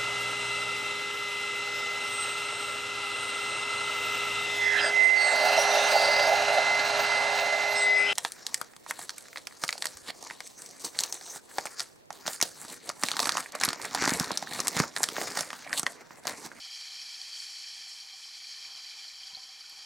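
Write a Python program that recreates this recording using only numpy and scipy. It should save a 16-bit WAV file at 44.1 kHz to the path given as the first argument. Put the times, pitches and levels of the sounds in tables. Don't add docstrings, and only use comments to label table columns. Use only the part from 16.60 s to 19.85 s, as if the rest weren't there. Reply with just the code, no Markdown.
import sys
import numpy as np
from scipy import signal
from scipy.fft import rfft, irfft, next_fast_len
from scipy.io import wavfile
from scipy.ndimage import uniform_filter1d, map_coordinates

SR = 44100
rng = np.random.default_rng(int(sys.argv[2]) if len(sys.argv) > 2 else 0)


def store_pcm(level_fs):
    pcm = np.round(np.clip(level_fs, -1, 1) * 32767).astype(np.int16)
    wavfile.write(sys.argv[1], SR, np.atleast_2d(pcm).T)


def magnitude_from_level(level_db):
    exponent = np.asarray(level_db, float) / 20
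    return 10 ** exponent


N = 143325

# time in seconds, level in dB.
BOW_WAVE = [(0, -44.5), (.25, -42.5), (.33, -43.5), (.62, -43), (.72, -43), (.79, -42), (.93, -44.5),
            (.98, -43), (1.2, -44.5), (1.45, -47), (1.8, -45.5), (2.05, -43.5), (2.12, -44.5), (2.4, -45),
            (2.56, -48), (2.67, -45), (2.8, -48), (3.25, -47.5)]
# frequency in Hz, density in dB per Hz.
FOAM_COLOUR = [(20, -62), (200, -43), (600, -40.5), (1500, -25.5), (4000, -13.5), (7000, -18.5),
               (12000, -34.5), (15500, -43)]
# frequency in Hz, density in dB per Hz.
MIST_COLOUR = [(1500, -42), (5000, -5), (8000, 2.5), (11500, -16.5), (15500, -20)]
# start in seconds, length in seconds, level over the mist in dB.
SPRAY_SHEETS = [
    (.13, .07, 4),
    (.6, .07, 5.5),
    (0.75, 0.24, 8),
    (1.14, 0.047, 5.5),
    (1.28, 0.13, 8.5),
    (1.553, 0.15, 5),
    (1.997, 0.38, -6),
    (2.65, .12, -4),
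]
# frequency in Hz, density in dB per Hz.
HULL_COLOUR = [(20, -21), (250, -17.5), (650, -13), (800, -5), (1100, -4.5), (1700, -10), (2500, -27.5)]
# frequency in Hz, width in Hz, gain in dB.
CASE_RESONANCES = [(770, 53, 7.5), (1040, 40, 3.5), (1566, 180, 3), (1794, 240, 6), (2370, 280, 10.5),
                   (3170, 500, 13), (4047, 300, 9), (4565, 546, 12.5), (5483, 545, 10.5), (6630, 320, 3.5),
                   (7580, 300, 2.5), (9100, 700, 3), (10230, 850, 4), (11270, 1200, 5.5)]
# frequency in Hz, width in Hz, gain in dB.
CASE_DEAD_SPOTS = [(1000, 48, -5.5), (1580, 78, -8), (2817, 190, -12.5), (3778, 510, -9), (8440, 530, -7),
                   (10770, 210, -7), (12300, 600, -1.5), (3440, 150, -4)]
# frequency in Hz, density in dB per Hz.
BACKGROUND_COLOUR = [(20, 1), (50, -5), (300, -8.5), (1500, -21.5), (8000, -19), (12000, -10), (15500, -11.5)]
# time in seconds, level in dB.
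HULL_SLAMS = [(.05, -82), (.7, -82), (.91, -80), (1.25, -84), (2.54, -75), (2.73, -84), (2.81, -77),
              (2.94, -77)]
# start in seconds, peak in dB, pitch in Hz.
LARGE_BUBBLES = [
    (0.2553, -46.5, 1470),
    (0.5472, -72, 1380),
    (0.842, -55, 1430),
    (3.0075, -52, 1280),
    (3.0405, -47.5, 1460),
]
# start in seconds, peak in dB, pitch in Hz.
CLOSE_BUBBLES = [(0.399, -28, 4440), (0.4654, -45, 4600), (0.615, -25.5, 4570), (0.7734, -40, 4460),
                 (0.8018, -24.5, 4440), (0.8659, -28, 4500), (0.9674, -32, 4320), (0.9855, -49, 5600),
                 (1.4724, -32, 4460), (1.8699, -29, 4450), (2.0485, -30, 4500), (2.151, -29, 4420),
                 (2.6334, -34, 4460), (2.6698, -30, 4600), (2.7485, -26.5, 4110), (2.7524, -26, 4260),
                 (2.768, -30, 4620), (2.838, -32, 4490), (3.0069, -32, 4580), (3.1408, -82, 4660),
                 (0.6155, -32, 3300), (0.7721, -31, 3240), (1.6392, -37, 3170), (2.0482, -34.5, 2370),
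                    (2.6329, -32.5, 3150), (2.7038, -38, 3000)]
# start in seconds, peak in dB, pitch in Hz.
TRAPPED_WATER = [(.6, -61, 770), (.88, -68, 785), (1.26, -63, 770), (1.53, -59.5, 770), (2.611, -61, 776),
                 (2.65, -63.5, 770), (2.70, -62, 784), (2.884, -59, 764), (2.97, -78, 810)]
# start in seconds, peak in dB, share of dull push from 0 to 1.
RIG_KNOCKS = [
    (2.732, -64.5, .2),
    (2.7725, -48.5, 0.39),
]
# frequency in Hz, level in dB, 60 dB decay in seconds.
WIRE_MODES = [(188, 2, 0.091), (1015, 2.5, 1.5)]
# frequency in Hz, level in dB, 60 dB decay in seconds.
MOUNT_MODES = [(130, -21, .04), (770, 3, 0.055)]
# start in seconds, peak in dB.
DROP_TICKS = [
    (3.0944, -44),
]
# frequency in Hz, density in dB per Hz.
HISS_COLOUR = [(20, -8), (300, -18), (1000, -39), (10000, -24.5), (13000, -15), (15000, -19.5)]


def unit(x):
    return x / np.sqrt(np.mean(x ** 2) + 1e-20)


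def along(points, hz):
    f, value = np.transpose(points)
    return np.interp(np.log(hz + 1), np.log(f + 1), value)


def wobble(rate):
    return map_coordinates(rng.standard_normal(1000), [np.arange(N) * rate / SR])


def filtered(x, response):
    m = 2 * next_fast_len(N // 2 + SR // 4)
    return irfft(rfft(x, m) * response(np.fft.rfftfreq(m, 1 / SR)), m)[..., :N]


def causal(db):
    cepstrum = irfft(db * np.log(10) / 20)
    half = len(cepstrum) // 2
    cepstrum[1:half] *= 2
    cepstrum[half + 1:] = 0
    return np.exp(rfft(cepstrum))


def rush(colour, patchy_db):
    grains = signal.stft(rng.standard_normal(N), nperseg=256)[2]
    patches = uniform_filter1d(rng.standard_normal(grains.shape), size=5, axis=0)
    patches = uniform_filter1d(patches, size=5, axis=1)
    noise = signal.istft(grains * magnitude_from_level(patchy_db * unit(patches)), nperseg=256)[1][:N]
    return filtered(noise, lambda hz: magnitude_from_level(along(colour, hz)))


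def bubbles(start, db, hz, cycles, rise, size):
    t = np.arange(size) / SR
    age = t * hz[:, None] / cycles
    ring = np.sin(2 * np.pi * hz[:, None] * t * (1 + rise * age))
    wave = magnitude_from_level(db)[:, None] * age * np.exp(1 - age) * ring
    at = np.round(start * SR).astype(int)[:, None] + np.arange(size)
    return np.bincount(at.ravel(), wave.ravel(), N + SR)[:N]


def through_case(x):
    def response(hz):
        modes = CASE_RESONANCES + CASE_DEAD_SPOTS
        return causal(sum(db / (1 + (2 * (hz - c) / width) ** 2) for c, width, db in modes))
    return unit(filtered(x, response))


def follow(wave_db, share):
    return wave_db.mean() + share * (wave_db - wave_db.mean())


def foam(wave_db):
    draw = rng.random((5000, 3))
    start, db, hz = draw[:, 0] * N / SR, 16 * draw[:, 1] ** 3, 1200 * 9 ** draw[:, 2]
    fizz = bubbles(start, db, hz, cycles=2.45, rise=0.031, size=500)
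    fizz = filtered(fizz, lambda f: causal(along(FOAM_COLOUR, f)))
    hiss = through_case(rush(FOAM_COLOUR, patchy_db=1.12))
    mix = unit(hiss + magnitude_from_level(-11.5) * through_case(fizz))
    return magnitude_from_level(wave_db + 0.66 * wobble(33.96)) * mix


def mist(wave_db):
    t = np.arange(N) / SR
    rise_s, fall_s = 0.008, 0.023
    sheets_db = np.zeros(N)
    for start, length, db in SPRAY_SHEETS:
        opening = 1 + np.exp((start - t) / rise_s)
        closing = 1 + np.exp((t - start - length) / fall_s)
        sheets_db += db / opening / closing
    level_db = follow(wave_db, share=0.97) - 14.5 + sheets_db + 1.6 * wobble(45)
    return magnitude_from_level(level_db) * through_case(rush(MIST_COLOUR, patchy_db=0.7))


def hull_hum(wave_db):
    level_db = follow(wave_db, share=0.063) - 20 + 1.25 * wobble(7.56)
    return magnitude_from_level(level_db) * through_case(rush(HULL_COLOUR, patchy_db=1.6))


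def water():
    wave_db = np.interp(np.arange(N) / SR, *np.transpose(BOW_WAVE))
    return foam(wave_db) + mist(wave_db) + hull_hum(wave_db)


def background():
    return magnitude_from_level(-74.5) * unit(rush(BACKGROUND_COLOUR, patchy_db=1.0))


def slams():
    t = np.arange(N) / SR
    thump_hz, thump_s = 28, 0.028
    thumps = np.zeros(N)
    for start, db in HULL_SLAMS:
        swell = np.exp(-((t - start) / thump_s) ** 2)
        thumps += magnitude_from_level(db) * swell * np.sin(2 * np.pi * thump_hz * (t - start))
    colour = [(10, -24), (25, 9), (33, -2), (45, -28), (200, -54)]  # (Hz, dB)
    rumble = unit(filtered(rng.standard_normal(N), lambda hz: magnitude_from_level(along(colour, hz))))
    return thumps + magnitude_from_level(-88 + 1.4 * wobble(6)) * rumble


def near_bubbles():
    large = bubbles(*np.transpose(LARGE_BUBBLES), cycles=2.6, rise=0.0024, size=1500)
    small = bubbles(*np.transpose(CLOSE_BUBBLES), cycles=4.9, rise=0.00055, size=900)
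    gurgles = bubbles(*np.transpose(TRAPPED_WATER), cycles=6.4, rise=0.0014, size=4000)
    return magnitude_from_level(-5) * large + magnitude_from_level(-7) * small + gurgles


def knocks():
    out, t = np.zeros(N + SR), np.arange(SR // 8) / SR
    fade = np.clip((t[-1] - t) / 0.018, 0, 1)
    for (start, db, share), modes in zip(RIG_KNOCKS, (WIRE_MODES, MOUNT_MODES)):
        ring = sum(magnitude_from_level(level - 60 * t / t60) * np.sin(2 * np.pi * hz * t) for hz, level, t60 in modes)
        shiver = magnitude_from_level(3.1 * wobble(60)[:len(t)])
        push = share * np.exp(-t / 0.0012)
        out[round(start * SR):][:len(t)] += magnitude_from_level(db) * (ring * fade * shiver + push)
    return out[:N]


def drop_ticks():
    out, t = np.zeros(N), np.arange(900) / SR
    for start, db in DROP_TICKS:
        attack = 1 - np.exp(-t / 0.0008)
        decay = magnitude_from_level(db + 2 - 60 * t / 0.04)
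        out[round(start * SR):][:len(t)] += decay * attack * rng.standard_normal(len(t))
    colour = [(4000, -50), (7500, 2), (10500, -3), (13000, -7), (15000, -8)]  # (Hz, dB)
    return filtered(out, lambda hz: magnitude_from_level(along(colour, hz)))


def scene():
    mono = water() + background() + slams() + near_bubbles() + knocks() + drop_ticks()
    return np.tile(mono, (2, 1))


def band_limit(x):
    return signal.sosfilt(signal.butter(12, 15600, fs=SR, output="sos"), x)


def record(dry):
    bass_cut_hz, top_hz = 120, 15285
    right = filtered(dry[1], lambda hz: 1j * hz / (bass_cut_hz + 1j * hz))
    hiss = unit(filtered(rng.standard_normal(dry.shape), lambda hz: magnitude_from_level(along(HISS_COLOUR, hz))))
    mix = np.array([dry[0], right]) + magnitude_from_level(-81) * hiss
    mix = filtered(mix, lambda hz: hz < top_hz)
    return band_limit(mix)


dry = scene()
out = record(dry)
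store_pcm(out)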